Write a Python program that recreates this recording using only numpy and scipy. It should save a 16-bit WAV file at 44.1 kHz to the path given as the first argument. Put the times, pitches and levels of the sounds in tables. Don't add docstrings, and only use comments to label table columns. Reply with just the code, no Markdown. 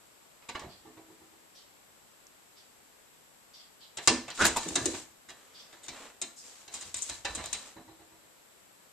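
import sys
import numpy as np
from scipy import signal
from scipy.fft import rfft, irfft, next_fast_len
from scipy.io import wavfile
from scipy.ndimage import uniform_filter1d

SR = 44100
rng = np.random.default_rng(int(sys.argv[2]) if len(sys.argv) > 2 else 0)


def file_out(sig):
    cols = np.atleast_2d(sig).T
    lim = np.clip(cols, -1, 1)
    pcm = np.round(lim * 32767).astype(np.int16)
    wavfile.write(sys.argv[1], SR, pcm)


N = 393372
TIME = np.arange(N) / SR
TAIL = TIME[:int(.44 * SR)]


def paw_blows(spot_count=7):
    # start_s, strength_db, claws_out_db, contact_s
    swats = [(0.421, -61.5, -6, .007), (0.487, -41, -3, 0.012), (0.548, -40.5, -8.5, 0.014),
             (0.594, -48, 0.5, 0.0046), (0.613, -53.5, -10, 0.027), (0.971, -62, -10.5, 0.01),
             (3.97, -40.5, 2, 0.0092), (3.985, -40.5, -4, 0.0048), (4.0745, -19.5, 3, .001),
             (4.078, -19.5, 0.5, 0.0054), (4.279, -44, -4.5, .011), (4.3, -42, -1, .012),
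             (4.376, -44, -1, .0013), (4.406, -28.5, -3, 0.027), (4.442, -29.5, 0, 0.011),
             (4.453, -23.5, 1, 0.0046), (4.464, -36, 10.5, 0.018), (4.56, -34, 3.5, 0.015),
             (4.631, -42.5, -1, 0.0029), (4.683, -43, 6.5, 0.0085), (4.755, -27, 2.5, 0.0095),
             (4.857, -32.5, 9, 0.0046), (4.935, -46, -5.5, 0.021), (5.287, -49, -1, 0.021),
             (5.726, -54, -3, .009), (5.828, -54, 4, .045), (5.882, -41.5, 1.5, 0.0097),
             (6.215, -37, 5, 0.011), (6.679, -48.5, 0.5, 0.0045), (6.737, -44, 6, 0.028),
             (6.806, -47, 4, 0.026), (6.943, -39, 7.5, 0.0034), (6.959, -48, 10, .032),
             (7.015, -56, 23.5, 0.023), (7.092, -38.5, 2, 0.01), (7.248, -33.5, -3, 0.011),
             (7.349, -41.5, 6.5, 0.011), (7.375, -47, -9, 0.042), (7.44, -42.5, -1, .003),
             (7.459, -41.5, 4.5, 0.003), (7.529, -35, 6.5, 0.0078), (7.542, -45, -0.5, 0.01)]
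    # start_s, strength_db, depth_db, contact_s
    thumps = [(0.63, -47.5, 5, 0.042), (4.097, -36.5, -14, .017), (4.406, -32, 0.5, 0.035),
              (4.464, -40, -3, 0.013), (4.655, -38.5, 1.5, 0.011), (4.706, -41, 0.5, 0.0058),
              (4.762, -38.5, -3, 0.0025), (4.805, -43, 6, 0.01), (4.857, -35, -7.5, 0.0065),
              (4.933, -47, -4.5, 0.0052), (5.882, -65, 10.5, 0.016), (6.844, -62.5, 9, 0.021),
              (6.944, -66, 13, .005), (7.087, -57, 7.5, 0.011), (7.28, -49.5, 7.5, 0.014),
              (7.35, -48, 7, .035)]
    # swat_db, db_per_claws_out_db, thump_db, db_per_depth_db, knock_db
    responses = [(-23.5, -0.2, -9, 1.2, -9), (-17.5, -0.7, -1.5, -0.53, -1), (-4, -0.8, -7.5, 0.33, -2),
                 (0.5, -0.08, -45, -1, -16), (0, 1.09, -22, -0.76, -15)]
    swat_db, by_claws, thump_db, by_depth, knock_db = np.transpose(responses)
    spots = [door_spot() for _ in range(spot_count)]
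    rail = rail_ring()
    hits = [(s, db + swat_db + claws * by_claws, length_s) for s, db, claws, length_s in swats]
    hits += [(s, db + thump_db + depth * by_depth, length_s) for s, db, depth, length_s in thumps]
    out = door_rocking(spots[0], rail, knock_db)
    for k, (start_s, levels_db, length_s) in enumerate(hits):
        add(out, start_s, strike(spots[k % spot_count], rail, start_s, levels_db, length_s))
    return out


def strike(spot, rail, start_s, levels_db, length_s, tip_db=-17, rail_db=-15, jolt_limit_db=-32):
    # time_s, pane_db, rail_db
    reach = [(0.5, 1, 0), (4.5, -0.5, 4.5), (6.2, 4.5, 4), (7.25, -4.5, 9), (7.8, -5.5, 7)]
    times, to_pane_db, to_rail_db = np.transpose(reach)
    thud_db, pane_db, frame_db, scrape_db, claw_db = levels_db
    pane_db = pane_db + np.interp(start_s, times, to_pane_db)
    force = cushioned(paw_force(length_s), claw_db - frame_db, cutoff_hz=3500)
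    push = cushioned(force, pane_db - thud_db, cutoff_hz=200)
    jolt_db = min(max(frame_db, scrape_db), jolt_limit_db) + np.interp(start_s, times, to_rail_db)
    sound = from_db(claw_db + tip_db) * claw_tip(force)
    sound += from_db(thud_db) * excite(push, spot[0])
    for ring, db in zip([*spot[1:], rail], (pane_db, frame_db, scrape_db, claw_db, jolt_db + rail_db)):
        sound += from_db(db) * excite(force, ring)
    return sound


def paw_force(length_s, snags_per_s=1000, spread_db=5, slap_s=0.0096):
    t = TAIL[:len(TAIL) // 8]
    snags = rng.random(len(t)) < snags_per_s / SR
    sizes = from_db(spread_db * np.clip(rng.standard_normal(len(t)), -2, 2))
    pressure = np.exp(-(t / length_s) ** 4) * (1 - np.exp(-t / (0.047 * length_s)))
    force = snags * sizes * rng.choice([-1, 1], len(t)) * pressure
    force[0] = slap_s / length_s
    return force[None]


def cushioned(force, hardness_db, cutoff_hz, db_per_octave=7):
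    corner_hz = np.clip(cutoff_hz * 2 ** (hardness_db / db_per_octave), 70, .4 * SR)
    return signal.sosfilt(signal.butter(2, corner_hz, fs=SR, output="sos"), force + 1e-18)


def door_spot(swell_s=0.0062):
    # low_hz, high_hz, crack_db, ring_s, room_db, room_s, left_right_likeness
    parts = [(52.7, 215, -1, 0.12, -4.5, 0.55, 0.98), (223, 442, -2.5, 0.13, -2, 0.33, 1),
             (580, 2230, -5, 0.015, 0, 0.37, 0.96), (1960, 6280, -7.5, 0.12, -6.5, 0.39, 0.53),
             (6200, 8460, -4.5, 0.031, -6.5, 0.35, 0.11)]
    rings = [door_part(*part) for part in parts]
    swell = 1 - np.exp(-TAIL / swell_s)
    return [ring * swell for ring in rings[:2]] + rings[2:]


def door_part(low_hz, high_hz, crack_db, ring_s, room_db, room_s, likeness, tones_db=-3):
    # pitch_hz, level_db, fade_s
    tones = [(69.6, -4, 0.2), (78, -20.5, 0.197), (166, -16, 0.118), (243.4, -11.5, 0.4), (255.2, -2, 0.28),
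             (331.6, 2, 0.31), (370, 6, 0.07), (645.3, -11.5, 0.22), (703.7, -10.5, 0.13), (790, -11, 0.24),
             (972, -6.5, 0.27), (1176, -8.5, 0.17), (1770, -4, 0.39), (2710, -26.5, 0.19),
             (3170, -36, 0.067), (3914, -7.5, 0.05), (4560, -21, 0.13), (7160, -2, 0.016)]
    click = signal.unit_impulse(len(TAIL))
    full_range = click, fading_noise(ring_s, likeness), room_echo(room_s, likeness * 0.91)
    crack, ring, echo = (energy_one(band(x, low_hz, high_hz, order=3)) for x in full_range)
    sound = from_db(crack_db) * crack + ring + from_db(room_db) * echo
    for hz, db, fade_s in tones:
        if low_hz < hz < high_hz:
            sound += from_db(db + tones_db) * energy_one(fading_tone(hz, fade_s))
    return sound


def rail_ring(pitch_hz=3950, width_hz=280, fade_s=0.38):
    return band(fading_noise(fade_s, likeness=0.25), pitch_hz - width_hz / 2, pitch_hz + width_hz / 2)


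def claw_tip(force, fade_s=0.029):
    sizzle = signal.fftconvolve(force, fading_noise(fade_s, likeness=.1), axes=1)
    return peak_one(band(sizzle, 10000, 14200))


def door_rocking(spot, rail, knock_db, knocks=5, gap_s=0.118, swell_s=0.0068):
    # start_s, first_knock_db, loss_per_knock_db, hum_db
    bouts = [(0.849, -55.5, 3, -3), (7.757, -50.5, 4.5, -8.5)]
    out = np.zeros((2, N))
    hum = fading_tone(pitch_hz=323, fade_s=0.5) * (1 - np.exp(-TAIL / swell_s))
    for start_s, first_db, loss_db, hum_db in bouts:
        for k in range(knocks):
            at_s, db = start_s + k * gap_s, first_db - k * loss_db
            add(out, at_s, strike(spot, rail, at_s, db + knock_db, length_s=0.03))
            add(out, at_s, from_db(db + hum_db) * peak_one(hum[None]))
    return out


def pad_judder(slips_per_s=238, jitter=0.1465, ring_s=0.015, room_db=-7):
    # time_s, level_db, pitch_hz
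    strokes = [
        [(4.372, -61, 1400), (4.394, -33.5, 1330), (4.41, -22, 1550), (4.425, -24, 1540), (4.44, -26.5, 1450),
         (4.455, -22, 1760), (4.468, -62, 1770)],
        [(4.558, -31, 1000), (4.575, -30.5, 970), (4.6, -48, 830), (4.62, -77, 740)],
    ]
    out, t = np.zeros((2, N)), TAIL[:len(TAIL) // 15]
    for stroke in strokes:
        times, db, hz = np.transpose(stroke)
        slips = times[0] + np.cumsum(1 + jitter * rng.standard_normal(size=30)) / slips_per_s
        for at_s in slips[slips < times[-1]]:
            ring = energy_one(fading_tone(np.interp(at_s, times, hz), ring_s, t))
            add(out, at_s, from_db(np.interp(at_s, times, db)) * np.sqrt(SR / slips_per_s) * ring)
    echo = energy_one(room_echo(fade_s=0.23, likeness=0.56))
    return out + from_db(room_db) * signal.fftconvolve(out, echo, axes=1)[:, :N]


def claw_skids():
    # start_s, level_db, length_s
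    skids = [(4.446, -28.5, 0.03), (4.563, -36, .018), (7.456, -44, 0.006)]
    out = np.zeros((2, N))
    for start_s, db, length_s in skids:
        add(out, start_s, from_db(db) * claw_tip(paw_force(length_s)))
    return out


def fur_rubbing(gain_db=-2, grain_db=1.5, rise_s=0.021, fall_s=0.049):
    # start_s, length_s, brush_db, scratch_db
    strokes = [(4.01, 0.13, -77, -47), (4.333, 0.066, -58, -43), (4.388, 0.08, -46, -33),
               (4.558, .43, -52, -41.5), (5.27, 0.74, -62.5, -63), (5.914, 0.16, -50.5, -53),
               (6.418, 0.21, -60.5, -53), (6.709, 0.18, -57.5, -47.5), (6.965, 0.19, -58, -43.5),
               (7.25, 0.43, -53.5, -49)]
    # frequency_hz, level_db
    brush_colour = [(60, -14), (150, -26.5), (240, -2), (340, -8), (480, -1.5), (700, -4.5), (1100, -1.5),
                    (2000, -4.5), (4000, -9.5), (9000, -55)]
    # frequency_hz, level_db
    scratch_colour = [(900, -41), (2200, -1), (3900, 2.5), (5800, 2.5), (7400, 8), (8800, -3), (10500, -7),
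                      (14000, -9)]
    grains = from_db(grain_db * rms_one(uniform_filter1d(rng.standard_normal(N), size=140)))
    brush = rms_one(colour(stereo_noise(N, likeness=0.86) * grains, brush_colour))
    scratch = rms_one(colour(stereo_noise(N, likeness=0.078) * grains, scratch_colour))
    out = np.zeros((2, N))
    for start_s, length_s, brush_db, scratch_db in strokes:
        rise = np.clip((TIME - start_s) / rise_s, 0, 1)
        fall = np.exp(-np.clip((TIME - start_s - length_s) / fall_s, 0, 20))
        out += rise * fall * (brush * from_db(brush_db) + scratch * from_db(scratch_db))
    return from_db(gain_db) * out


def birds(fall=0.071, rasp=0.15, lower_ratio=.72, lower_db=-4, direct_db=-12):
    # start_s, level_db, pitch_hz, length_s
    chirps = [(0.684, -55.5, 4600, 0.054), (1.544, -56, 5260, .025), (1.564, -58, 4415, 0.03),
              (2.558, -58, 4970, 0.03), (3.533, -52, 4860, 0.02), (3.587, -54, 4750, 0.016),
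              (3.8, -53, 4280, 0.035), (5.54, -52, 4790, 0.029), (5.584, -50.5, 4890, 0.018),
              (6.357, -49, 7100, 0.044), (6.43, -53.5, 7100, .055)]
    out, t = np.zeros((2, N)), TAIL[:len(TAIL) // 4]
    for start_s, db, hz, length_s in chirps:
        progress = np.minimum(t / length_s, 1)
        wobble = rms_one(uniform_filter1d(rng.standard_normal((2, len(t))), size=10))
        pitch_hz = hz * np.array([[1], [lower_ratio]]) * (1 + fall * (.5 - progress) + rasp * wobble)
        upper, lower = np.sin(2 * np.pi * np.cumsum(pitch_hz, axis=1) / SR)
        note = (upper + from_db(lower_db) * lower) * np.sqrt(np.abs(np.sin(np.pi * progress)))
        path = energy_one(room_echo(fade_s=0.39, likeness=0.068))
        path[:, 0] += from_db(direct_db)
        add(out, start_s, from_db(db) * excite(note[None], path))
    return out


def camera_noise(hiss_db=-59, tick_s=2.268, tick_db=-52):
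    # frequency_hz, level_db
    hiss_colour = [(15, -42), (25, -6.5), (74, -6), (240, -1), (577, -0.5), (659, -1.5), (815, -1.5),
                   (906, -1.5), (2840, -6.5), (6480, -10.5), (7610, -1.5), (8920, -11), (11000, -13.5),
                   (12000, -9.5), (14400, -19)]
    # frequency_hz, left_minus_right_db
    balance = [(60, 3.5), (200, 6), (700, 4.5), (2300, 2), (4500, 2), (14000, -1)]
    # pitch_hz, level_db
    whine = [(3935, -92), (7854, -81), (7881, -90), (11806, -77.5)]
    left, right = colour(rng.standard_normal((2, N)), hiss_colour)
    left = colour(left, np.array(balance) * [1, .5])
    right = colour(right, np.array(balance) * [1, -.5])
    out = from_db(hiss_db) * rms_one(np.array([left, right]))
    for hz, db in whine:
        out += from_db(db) * rms_one(np.sin(2 * np.pi * hz * TIME))
    tick = band(fading_noise(fade_s=0.017, likeness=0.44), 5100, 7800)
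    add(out, tick_s, from_db(tick_db) * peak_one(tick))
    return out


def room_echo(fade_s, likeness, build_s=0.0026):
    return fading_noise(fade_s, likeness) * (1 - np.exp(-(TAIL / build_s) ** 2))


def microphones(x):
    # frequency_hz, gain_db
    left_colour = [(600, 1), (1500, -1), (7000, -0.5), (8200, 5), (10000, 2.5), (12500, -7)]
    # frequency_hz, gain_db
    right_colour = [(600, 3.5), (1500, 0), (7000, 0), (8200, -4.5), (10000, -3.5), (12500, -16)]
    return np.array([colour(x[0], left_colour), colour(x[1], right_colour)])


def excite(x, ring):
    return peak_one(signal.fftconvolve(x, ring, axes=1))


def fading_tone(pitch_hz, fade_s, t=TAIL):
    return np.sin(2 * np.pi * pitch_hz * t) * from_db(-60 * t / fade_s)


def fading_noise(fade_s, likeness):
    return stereo_noise(len(TAIL), likeness) * from_db(-60 * TAIL / fade_s)


def stereo_noise(count, likeness):
    mid, side = rng.standard_normal((2, count))
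    return np.sqrt(1 + likeness) * mid + np.sqrt(1 - likeness) * np.array([side, -side])


def colour(x, points):
    hz, db = np.transpose(points)
    size = next_fast_len(N)
    bins_hz = np.maximum(np.fft.rfftfreq(size, 1 / SR), 1)
    gain = from_db(np.interp(np.log(bins_hz), np.log(hz), db))
    return irfft(rfft(x, size) * gain, size)[..., :N]


def band(x, low_hz, high_hz, order=2):
    return signal.sosfilt(signal.butter(order, [low_hz, high_hz], "band", fs=SR, output="sos"), x + 1e-18)


def from_db(db):
    return 10 ** (np.asarray(db) / 20)


def rms_one(x):
    return x / np.sqrt(np.mean(x ** 2) + 1e-20)


def energy_one(x):
    return rms_one(x) / np.sqrt(x.shape[-1])


def peak_one(x):
    return x / np.sqrt(uniform_filter1d(np.mean(x ** 2, axis=0), size=441).max() + 1e-20)


def add(out, start_s, x):
    i = round(start_s * SR)
    out[:, i:i + x.shape[-1]] += x[..., :N - i]


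def scene():
    sounds = paw_blows() + fur_rubbing() + pad_judder() + birds() + claw_skids()
    return microphones(sounds) + camera_noise()


def record(dry, cutoff_hz=14400):
    return signal.sosfilt(signal.ellip(10, .2, 80, cutoff_hz, fs=SR, output="sos"), dry)


dry = scene()
out = record(dry)
file_out(out)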